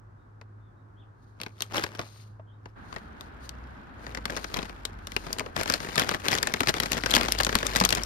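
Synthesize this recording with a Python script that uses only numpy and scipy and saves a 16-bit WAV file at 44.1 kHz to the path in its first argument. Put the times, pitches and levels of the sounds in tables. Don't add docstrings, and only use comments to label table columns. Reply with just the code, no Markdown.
import sys
import numpy as np
from scipy import signal
from scipy.fft import rfft, irfft
from scipy.io import wavfile
from scipy.ndimage import uniform_filter1d

SR = 44100
rng = np.random.default_rng(int(sys.argv[2]) if len(sys.argv) > 2 else 0)


def int16_out(signal):
    q = np.round(np.clip(np.atleast_2d(signal).T, -1, 1) * 32767)
    wavfile.write(sys.argv[1], SR, q.astype(np.int16))


N = 355005
TIME, HZ = np.arange(N) / SR, np.fft.rfftfreq(N, 1 / SR)


def amp(db):
    return 10 ** (np.asarray(db) / 20)


def unit(x):
    return x / np.sqrt(np.mean(x ** 2) + 1e-30)


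def read(points, hz):
    f, value = np.transpose(points)
    return np.interp(np.log(hz + 1), np.log(f + 1), value)


def add(mix, s, sound):
    part = mix[..., max(round(s * SR), 0):][..., :sound.shape[-1]]
    part += sound[..., :part.shape[-1]]


def drift(per_s, step=100):
    count = N // step + 2
    hz = np.fft.rfftfreq(count, step / SR)
    smooth = np.exp(-(hz / per_s) ** 2)
    slow = irfft(rfft(rng.standard_normal(count)) * smooth, count)
    return np.interp(np.arange(N) / step, np.arange(count), unit(slow))


def pair(x, likeness):
    one, other = rfft(x)
    same = np.clip(read(likeness, HZ), -1, 1)
    return np.array([one, same * one + np.sqrt(1 - same ** 2) * other])


# f/Hz, level/dB per Hz
FIRST_AIR = [(25, -43), (45, -3), (70, -10.5), (105, -3.5), (141, -18.5), (210, -24.5), (320, -26),
             (520, -32.5), (1150, -31), (1600, -35), (2100, -48.5), (2800, -57), (6000, -62.5),
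             (16000, -79)]
SECOND_AIR = [(25, -19), (45, -2), (70, -1.5), (92, -0.5), (120, -13), (223, -10), (489, -22.5), (800, -17),
              (1100, -19), (1550, -16.5), (2300, -32), (4000, -39.5), (6500, -60), (13000, -64),
              (16000, -73)]
# f/Hz, likeness (-1 to 1)
AIR_LIKENESS = [(60, 0.78), (130, 0.95), (290, 0.56), (640, -0.46), (1410, -0.15), (6800, 0.059),
                (15000, 0.74)]
FIRST_AIR_DB, SECOND_AIR_DB = -60.5, -51


def air(colour, db, bass_db):
    spectra = pair(rng.standard_normal((2, N)), AIR_LIKENESS) * amp(read(colour, HZ))
    level = np.std(irfft(spectra.mean(0) * (HZ > 150), N))
    bass_trim = amp(bass_db / (1 + (HZ / 130) ** 4))
    waver_db = .3 * drift(4)
    return irfft(spectra * bass_trim, N) / level * amp(db + waver_db)


def drone(hz, level_db, second_db, waver):
    phase = 2 * np.pi * np.cumsum(hz * (1 + waver * drift(9.5))) / SR
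    tones = np.sin(phase) + amp(second_db) * np.sin(2 * phase)
    return np.sqrt(2) * amp(level_db + 0.9 * drift(4.0)) * tones


# t/s, level/dB
HUM_LEVEL = [(0, -54.5), (.5, -50), (1.2, -60.5), (1.4, -53), (1.75, -51), (2.4, -48), (2.75, -53.5)]
HUM_HZ = 104.8


def hum(trim_db=0.4):
    t, level_db = np.transpose(HUM_LEVEL)
    return drone(HUM_HZ, np.interp(TIME, t, level_db) + trim_db, second_db=-27, waver=0.0054)


def yard(x, db, t60, size=16000):
    t = np.arange(size) / SR
    sparse = rng.standard_normal((2, size)) * (rng.random((2, size)) < 1 / 16)
    echoes = sparse * amp(-60 * t / t60) * (t > .004)
    echoes = signal.lfilter(*signal.butter(1, 4000, fs=SR), echoes)
    return amp(db) * signal.oaconvolve(x, echoes / np.linalg.norm(echoes[0]), axes=1)[:, :N]


# t/s, length/s, start f/Hz, top f/Hz, end f/Hz, level/dB
CHIRPS = [(.17, .08, 3600, 3780, 3600, -80), (0.598, 0.11, 3530, 3650, 3250, -76),
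          (.75, .08, 3640, 3800, 3650, -80), (0.96, .085, 3000, 3650, 2260, -62),
          (2.465, 0.065, 3120, 3260, 2890, -64.5), (2.507, 0.058, 3280, 3760, 3540, -72.5)]


def bird(warble=850):
    out = np.zeros(N)
    for s, length, start, top, end, db in CHIRPS:
        u = np.linspace(0, 1, int(length * SR))
        hz = uniform_filter1d(np.interp(u, [0, .55, 1], [start, top, end]), SR // 60)
        hz += warble * uniform_filter1d(rng.standard_normal(len(u)), 60)
        swell = np.sin(np.pi * u)
        add(out, s, amp(db) * swell * np.sin(2 * np.pi * np.cumsum(hz) / SR))
    return 0.65 * out + yard(out[None], db=-8, t60=0.23)


# f/Hz, level/dB per Hz
FILM = [(40, -11), (110, 0.5), (200, 1.5), (480, 0.5), (800, -1), (1150, 3), (2000, 1), (2800, -2),
        (5000, -4.5), (7000, -9), (9500, -16), (12000, -15), (14000, -21.5), (16500, -39)]


def film_band(lo, hi, size=2048):
    hz = np.fft.rfftfreq(size, 1 / SR)
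    edges = np.sqrt((1 + (lo / (hz + 1)) ** 10) * (1 + (hz / hi) ** 10))
    log_gain = np.log(np.maximum(amp(read(FILM, hz)) / edges, 1e-4))
    circle = np.r_[log_gain, log_gain[-2:0:-1]]
    return np.fft.ifft(np.exp(signal.hilbert(circle).conj())).real[:size // 2]


def facets(size, ring_db=4, width=0.17):
    hz, centre = np.fft.rfftfreq(size, 1 / SR), np.array(SNAPS)[:, -1:]
    return 1 + amp(ring_db) / (1 + 1j * (hz - centre) / (width * centre / 2))


# t/s, level/dB, brightness/dB per octave, ring f/Hz
SNAPS = [(0.413, -50, -4.5, 1890), (1.4007, -44, -4, 4100), (1.4141, -34.5, 2, 2210),
         (1.4335, -38, 1, 3940), (1.4627, -38, -4, 2360), (1.6058, -33.5, 0.7, 3980),
         (1.621, -29.5, 5, 3120), (1.7655, -30.5, 0.6, 1130), (1.78, -28, -2, 3020),
         (1.8377, -25, -0.8, 1580), (1.8644, -39.5, -2.5, 1730), (1.9921, -30.5, -3.5, 1110),
         (2.0142, -40.5, -2.5, 1210), (2.396, -67, -14, 1100), (2.6563, -47, -7, 1460),
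         (2.9264, -41, -4, 1110), (2.9618, -37, -5.5, 1930), (3.209, -39, 1.7, 1120),
         (3.4923, -41.5, 4.5, 4390), (4.0656, -38.5, -3.5, 1716), (4.1483, -33.5, -0.7, 1850),
         (4.1725, -34.5, -3, 1990), (4.1836, -47.5, -8.5, 1200), (4.2544, -26.5, 0, 1590),
         (4.298, -34.5, -4.7, 1620), (4.3038, -37, 1, 1600), (4.3653, -30.5, -0.5, 1430),
         (4.3718, -31.5, 0, 1980), (4.4429, -31.5, -1.5, 1520), (4.5423, -29.5, 0, 4380),
         (4.562, -36, -6, 1100), (4.569, -32, 0.5, 2300), (4.589, -32.5, -4.5, 3380),
         (4.628, -38, -4, 4030), (4.695, -41, -4, 2700), (4.852, -29, 3, 3600), (5.0703, -35, 2.5, 1165),
         (5.1188, -38, 0.3, 2180), (5.1643, -23.5, -1, 2650), (5.2661, -38.0, -3.5, 1250),
         (5.3291, -33.5, 6.5, 4520), (5.385, -31, 1, 1420), (5.3951, -28, 0.2, 2300),
         (5.4043, -35, -6, 1180), (5.4622, -40.5, -6, 1230), (5.564, -25, -1, 1530),
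         (5.6026, -34.5, -2.5, 1790), (5.6328, -31.5, 3.5, 1427), (5.658, -32, -3.1, 2050),
         (5.677, -33.0, 2, 2000), (5.6992, -20.5, 0.5, 1360), (5.7225, -33, 3.5, 5300),
         (5.7381, -23, 1.5, 4700), (5.803, -34, -3, 1210), (5.9566, -28.5, 2.5, 1275),
         (5.979, -19.5, 0.1, 1960), (5.9955, -20.0, 1.7, 1730), (6.018, -28.5, -1.5, 2210),
         (6.091, -23, 0.3, 1600), (6.139, -33, -4, 2020), (6.1459, -28.5, -1.2, 1840),
         (6.2834, -20.5, 1.5, 4030), (6.3165, -26, 0.5, 2100), (6.3289, -22.0, -1.5, 1990),
         (6.3512, -24.5, 0.9, 1390), (6.3767, -31, 0.0, 1800), (6.3841, -26.5, 0, 3530),
         (6.4286, -20.5, 2, 1850), (6.4709, -23.5, 0, 1740), (6.538, -21, 0, 2000), (6.605, -20, 0.5, 1313),
         (6.6321, -27.0, -2.5, 1350), (6.672, -23, 0.5, 1900), (6.6854, -22.5, -0.5, 1830),
         (6.692, -20, -0.8, 4900), (6.7402, -27.0, -1.3, 1710), (6.8004, -20, 1.3, 1940),
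         (6.8335, -26, 0, 2000), (6.8583, -30.5, 0, 1990), (6.9182, -24, 3.5, 1940), (6.9305, -25, 2, 3420),
         (6.979, -30.5, -0.8, 1750), (7.036, -27.0, -3.0, 1950), (7.0604, -22, -0.2, 1596),
         (7.1078, -30.5, 5, 3310), (7.1125, -27.5, 2.8, 4060), (7.138, -17.5, 0.2, 3300),
         (7.1501, -18, 2.5, 3760), (7.1577, -22.5, 2.5, 4900), (7.1649, -17, 0, 1620),
         (7.197, -34, -6, 1260), (7.2322, -31, 1.5, 1387), (7.2838, -26, -1.5, 1280),
         (7.321, -24.5, 6, 5460), (7.387, -29, 3, 4495), (7.4015, -20.5, -1.5, 1720),
         (7.408, -24, 1.5, 1312), (7.4334, -27, 2.5, 4780), (7.448, -26, 4, 6730),
         (7.4666, -22.5, -2, 1960), (7.4912, -25.5, -2, 1880), (7.5276, -30.0, -4, 1620),
         (7.553, -15, 1.3, 1526), (7.5869, -31.5, 2.5, 4050), (7.6287, -27, -2.7, 1570),
         (7.6667, -25.5, 3.5, 6670), (7.7596, -18, 0.5, 1830), (7.7665, -33, 8, 4270),
         (7.801, -24.5, 4, 5290), (7.8107, -22.5, -4.5, 1140), (7.8377, -23.5, -0.5, 4960),
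         (7.8501, -19, 4.5, 6250), (7.858, -26.5, -1, 1330), (7.8903, -26.5, 3.5, 4570),
         (7.905, -24, 2, 2560), (7.9259, -20, 1.7, 3170), (7.95, -27.5, 5, 1260), (8.0348, -35.5, 6, 5700)]
SHORTEN = 0.044


def snap_band(octave, lo, hi, rise, decay, tail_db, tail_decay, db, size=2048):
    t, out = np.arange(size) / SR, np.zeros((2, N))
    span = size + size // 2
    noise = rng.standard_normal((len(SNAPS), 2, size))
    brightnesses = np.array(SNAPS)[:, 2]
    stretch = np.exp(0.24 * rng.standard_normal(len(SNAPS)) - SHORTEN * brightnesses)[:, None, None]
    burst_fade = np.exp(-t / (decay * stretch))
    shiver = amp(tail_db) * np.exp(-t / tail_decay)
    shape = (1 - np.exp(-t / rise)) ** 2 * (burst_fade + shiver)
    plain = rfft(noise * shape, span) * rfft(film_band(lo, hi), span)
    power = (irfft(plain)[..., :SR // 100] ** 2).sum(-1, keepdims=True) / (.005 * SR)
    bursts = irfft(plain * facets(span)[:, None])[..., :size] / np.sqrt(power)
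    for (s, level_db, brightness, _), burst in zip(SNAPS, bursts):
        add(out, s, amp(level_db + brightness * octave + db) * burst)
    return out


SPLITS = [900, 2800, 7000]


def snaps():
    a, b, c = SPLITS
    return (snap_band(-1.7, 0, a, rise=0.00095, decay=0.0043, tail_db=-13, tail_decay=0.011, db=-5.5)
            + snap_band(-0.76, a, b, rise=0.000064, decay=0.0029, tail_db=-19, tail_decay=0.0038, db=-4.0)
            + snap_band(0.56, b, c, rise=0.00015, decay=0.0015, tail_db=-20.5, tail_decay=0.007, db=-2)
            + snap_band(2.24, c, SR, rise=0.00026, decay=0.0014, tail_db=-32, tail_decay=0.015, db=-10.5))


FLEX_SHAPE = 2.18


def swells(rows):
    t, power = TIME[::20], 0
    for s, half, db in rows:
        power = power + amp(db) ** 2 * np.exp(-np.minimum(abs((t - s) / half) ** FLEX_SHAPE, 60))
    return np.interp(TIME, t, power)


# t/s of its height, half length/s, level/dB before band trims, brightness/dB per octave
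FLEXES = [(1.45, 0.037, -51.5, -2), (1.624, 0.036, -50, 0.5), (1.771, 0.031, -29, -1.5),
          (1.826, 0.036, -36, 0), (1.978, 0.06, -44, -2), (2.144, 0.097, -60.5, 0.5), (2.678, .03, -69, 1),
          (2.954, 0.032, -52.5, 0), (3.496, 0.43, -60, -5), (4.113, 0.085, -48, -3.5),
          (4.351, 0.059, -40, -3), (4.586, 0.061, -38.5, -2), (4.76, 0.28, -54.5, -3),
          (5.293, 0.047, -42.5, -4), (5.423, 0.071, -52.5, -9), (5.6, 0.024, -28.5, -1.5),
          (5.721, 0.039, -31, 0), (5.869, 0.04, -36.5, -2.5), (6, 0.031, -25, -1.5),
          (6.11, 0.036, -30.5, -1.5), (6.262, 0.019, -30.5, -1), (6.336, 0.031, -27, -0.5),
          (6.475, 0.057, -38.5, -3), (6.606, 0.04, -39.5, -1.5), (6.69, 0.013, -22.5, 2),
          (6.767, 0.013, -27.5, -1), (6.848, 0.024, -32, -0.5), (6.952, 0.037, -31, -1),
          (7.172, 0.07, -27, 0), (7.256, 0.09, -32.5, -1), (7.404, 0.029, -36.5, -0.5),
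          (7.55, 0.048, -33.5, -0.5), (7.658, 0.041, -32.5, -1), (7.77, 0.044, -28.5, 0.5),
          (7.842, 0.015, -26.5, -1.5), (7.958, 0.047, -30.5, -2)]
SETTLE_DB, SETTLE_S = -15.5, 0.014
SETTLE_OCTAVE = .6
GRIP_S, GRIP_DB = 5.56, -45


def crumpling(octave):
    s, level_db, brightness, _ = np.transpose(SNAPS)
    kick_db = level_db + brightness * (octave / 2 - SETTLE_OCTAVE) + SETTLE_DB
    kicks = np.bincount((s * SR).astype(int), amp(kick_db) ** 2, N)[:N]
    settling = signal.lfilter([1], [1, -np.exp(-2 / (SETTLE_S * SR))], kicks + 1e-20)
    flexing = swells([(t, half, db + tilt * octave) for t, half, db, tilt in FLEXES])
    grip = amp(GRIP_DB) ** 2 * (TIME > GRIP_S)
    return np.sqrt(flexing + settling + grip)


def rustle_band(creases, lo, hi, decay, rub, db):
    power = signal.lfilter([1], [1, -np.exp(-2 / (decay * SR))], creases)
    power = power / (uniform_filter1d(power, SR // 16) + 1e-9) + rub
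    noise = np.sqrt(abs(power)) * rng.standard_normal((2, N))
    grains = signal.oaconvolve(noise, film_band(lo, hi)[None], axes=1)[:, :N]
    return unit(grains) * amp(db)


def rustle(per_s=400, spread_db=4.0):
    sizes = amp(spread_db * np.minimum(rng.exponential(1, N), 4)) ** 2
    creases = (rng.random(N) < per_s / SR) * sizes
    a, b, _ = SPLITS
    return (crumpling(-1.6) * rustle_band(creases, 0, a, decay=.005, rub=0.19, db=-5.5)
            + crumpling(-0.6) * rustle_band(creases, a, b, decay=.0028, rub=0.049, db=-5.5)
            + crumpling(0.92) * rustle_band(creases, b, SR, decay=.0015, rub=0.08, db=-8))


def crinkles(per_s=150, spread_db=4.5, cycles=4.0, lo_hz=1100, hi_hz=6000, db=-8):
    t, out = np.arange(SR // 50) / SR, np.zeros((2, N))
    for when, pitch, size, *phase in rng.random((int(per_s * N / SR), 5)):
        hz = lo_hz * (hi_hz / lo_hz) ** pitch
        size_db = read(FILM, hz) + spread_db * min(-np.log(1 - size), 3)
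        ring = np.exp(-t * hz / cycles) * np.sin(2 * np.pi * (hz * t + np.c_[phase]))
        add(out, when * N / SR, amp(size_db) * hz * ring)
    return unit(out) * crumpling(1) * amp(db)


# t/s of fastest moment, half length/s, level/dB
SLIDES = [(1.28, .07, -75.5), (1.65, 0.13, -68), (2.13, 0.1, -57.5), (2.95, 0.097, -64.5),
          (3.23, 0.037, -64), (3.45, 0.025, -57), (3.7, 0.14, -75), (4.07, 0.063, -64), (4.42, 0.094, -53),
          (4.62, 0.084, -58), (5.28, .13, -52.5), (5.85, .1, -48.5), (7.3, 0.89, -52.5)]
# f/Hz, level/dB per Hz
HISS = [(500, -28), (1500, -5), (2500, -5.5), (3400, -2.5), (4200, 4.5), (5700, -4), (6600, 0.5),
        (7700, -17), (8700, -4), (12500, -16.5), (13900, -9), (15000, -44)]


def slide(flutter_db=2.0, trim_db=-0.5):
    hiss = unit(irfft(rfft(rng.standard_normal((2, N))) * amp(read(HISS, HZ)), N))
    return hiss * np.sqrt(swells(SLIDES)) * amp(trim_db + flutter_db * drift(40))


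# t/s, f/Hz, level/dB, decay/s
THUMPS = [(2.396, 636, -37, .004), (4.585, 200, -20.5, 0.0066), (5.166, 244, -38, .01),
          (6.613, 280, -21.5, 0.0092), (6.695, 195, -27.5, 0.014), (7.168, 235.5, -24.5, 0.016),
          (7.555, 221.4, -12.5, 0.0055), (7.81, 185, -21.5, 0.024)]


def thumps(rise=0.00041):
    t, out = np.arange(SR // 6) / SR, np.zeros((2, N))
    for s, hz, db, decay in THUMPS:
        swing = np.sin(2 * np.pi * (hz * t + rng.random((2, 1))))
        add(out, s, amp(db) * swing * (1 - np.exp(-t / rise)) * np.exp(-t / decay))
    return out


# t/s, firing f/Hz, level/dB
ENGINE = [(2.78, 55, -64), (2.85, 57.5, -59), (2.91, 63.5, -69), (3.59, 62.6, -43), (3.88, 62.7, -59),
          (4.01, 58.2, -58.5), (4.08, 59, -42), (4.28, 54.06, -46), (4.81, 46.8, -50), (5.3, 45.0, -46.5),
          (5.47, 44.4, -58), (5.7, 43.4, -52), (5.79, 48.4, -54), (6.54, 46.3, -57), (6.79, 50.55, -47.5),
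          (7.42, 51.8, -37), (7.64, 50.9, -42.5), (8.05, 51.9, -40)]


def engine():
    t, hz, level_db = np.transpose(ENGINE)
    return drone(np.interp(TIME, t, hz), np.interp(TIME, t, level_db), second_db=-10.5, waver=0.011)


# f/Hz, level/dB
NEAR_BALANCE = [(60, 1), (200, 3.5), (700, 2), (1300, 3), (2300, 4.5), (4500, 9.5), (6500, 8), (8500, 2.5),
                (10000, -1), (15000, 0.5)]
# f/Hz, likeness (0 to 1)
NEAR_LIKENESS = [(100, 0.35), (600, 0.76), (1800, 0.31), (3000, 0.057), (7000, 0.87), (11000, 0.1),
                 (15000, 0.21)]


def near(x, shade, lag_ms):
    spectra, ratio = pair(x, NEAR_LIKENESS), amp(shade * read(NEAR_BALANCE, HZ))
    lag = lag_ms / 1000 / (1 + (HZ / 9000) ** 12)
    delay = np.exp(-2j * np.pi * HZ * lag)
    keep_power = np.sqrt(2 / (1 + ratio ** 2))
    return irfft(spectra * np.array([ratio, delay]) * keep_power, N)


CUT_S = 2.755


def scene():
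    later = np.clip((TIME - CUT_S) / .01, 0, 1)
    bag = snaps() + thumps() + rustle() + crinkles() + slide()
    bag = near(bag * (1 - later), shade=0.91, lag_ms=0.227) + near(bag * later, shade=1.5, lag_ms=0.399)
    first = air(FIRST_AIR, FIRST_AIR_DB, bass_db=-10.5) + hum()
    second = air(SECOND_AIR, SECOND_AIR_DB, bass_db=-4) + engine()
    return bag + yard(bag, db=-24, t60=0.15) + bird() + first * (1 - later) + second * later


EDGE_HZ = 16100


def record(dry):
    band_limit = signal.firwin(301, EDGE_HZ, window=("kaiser", 8), fs=SR)
    return signal.oaconvolve(np.tanh(dry), band_limit[None], "same")


dry = scene()
out = record(dry)
int16_out(out)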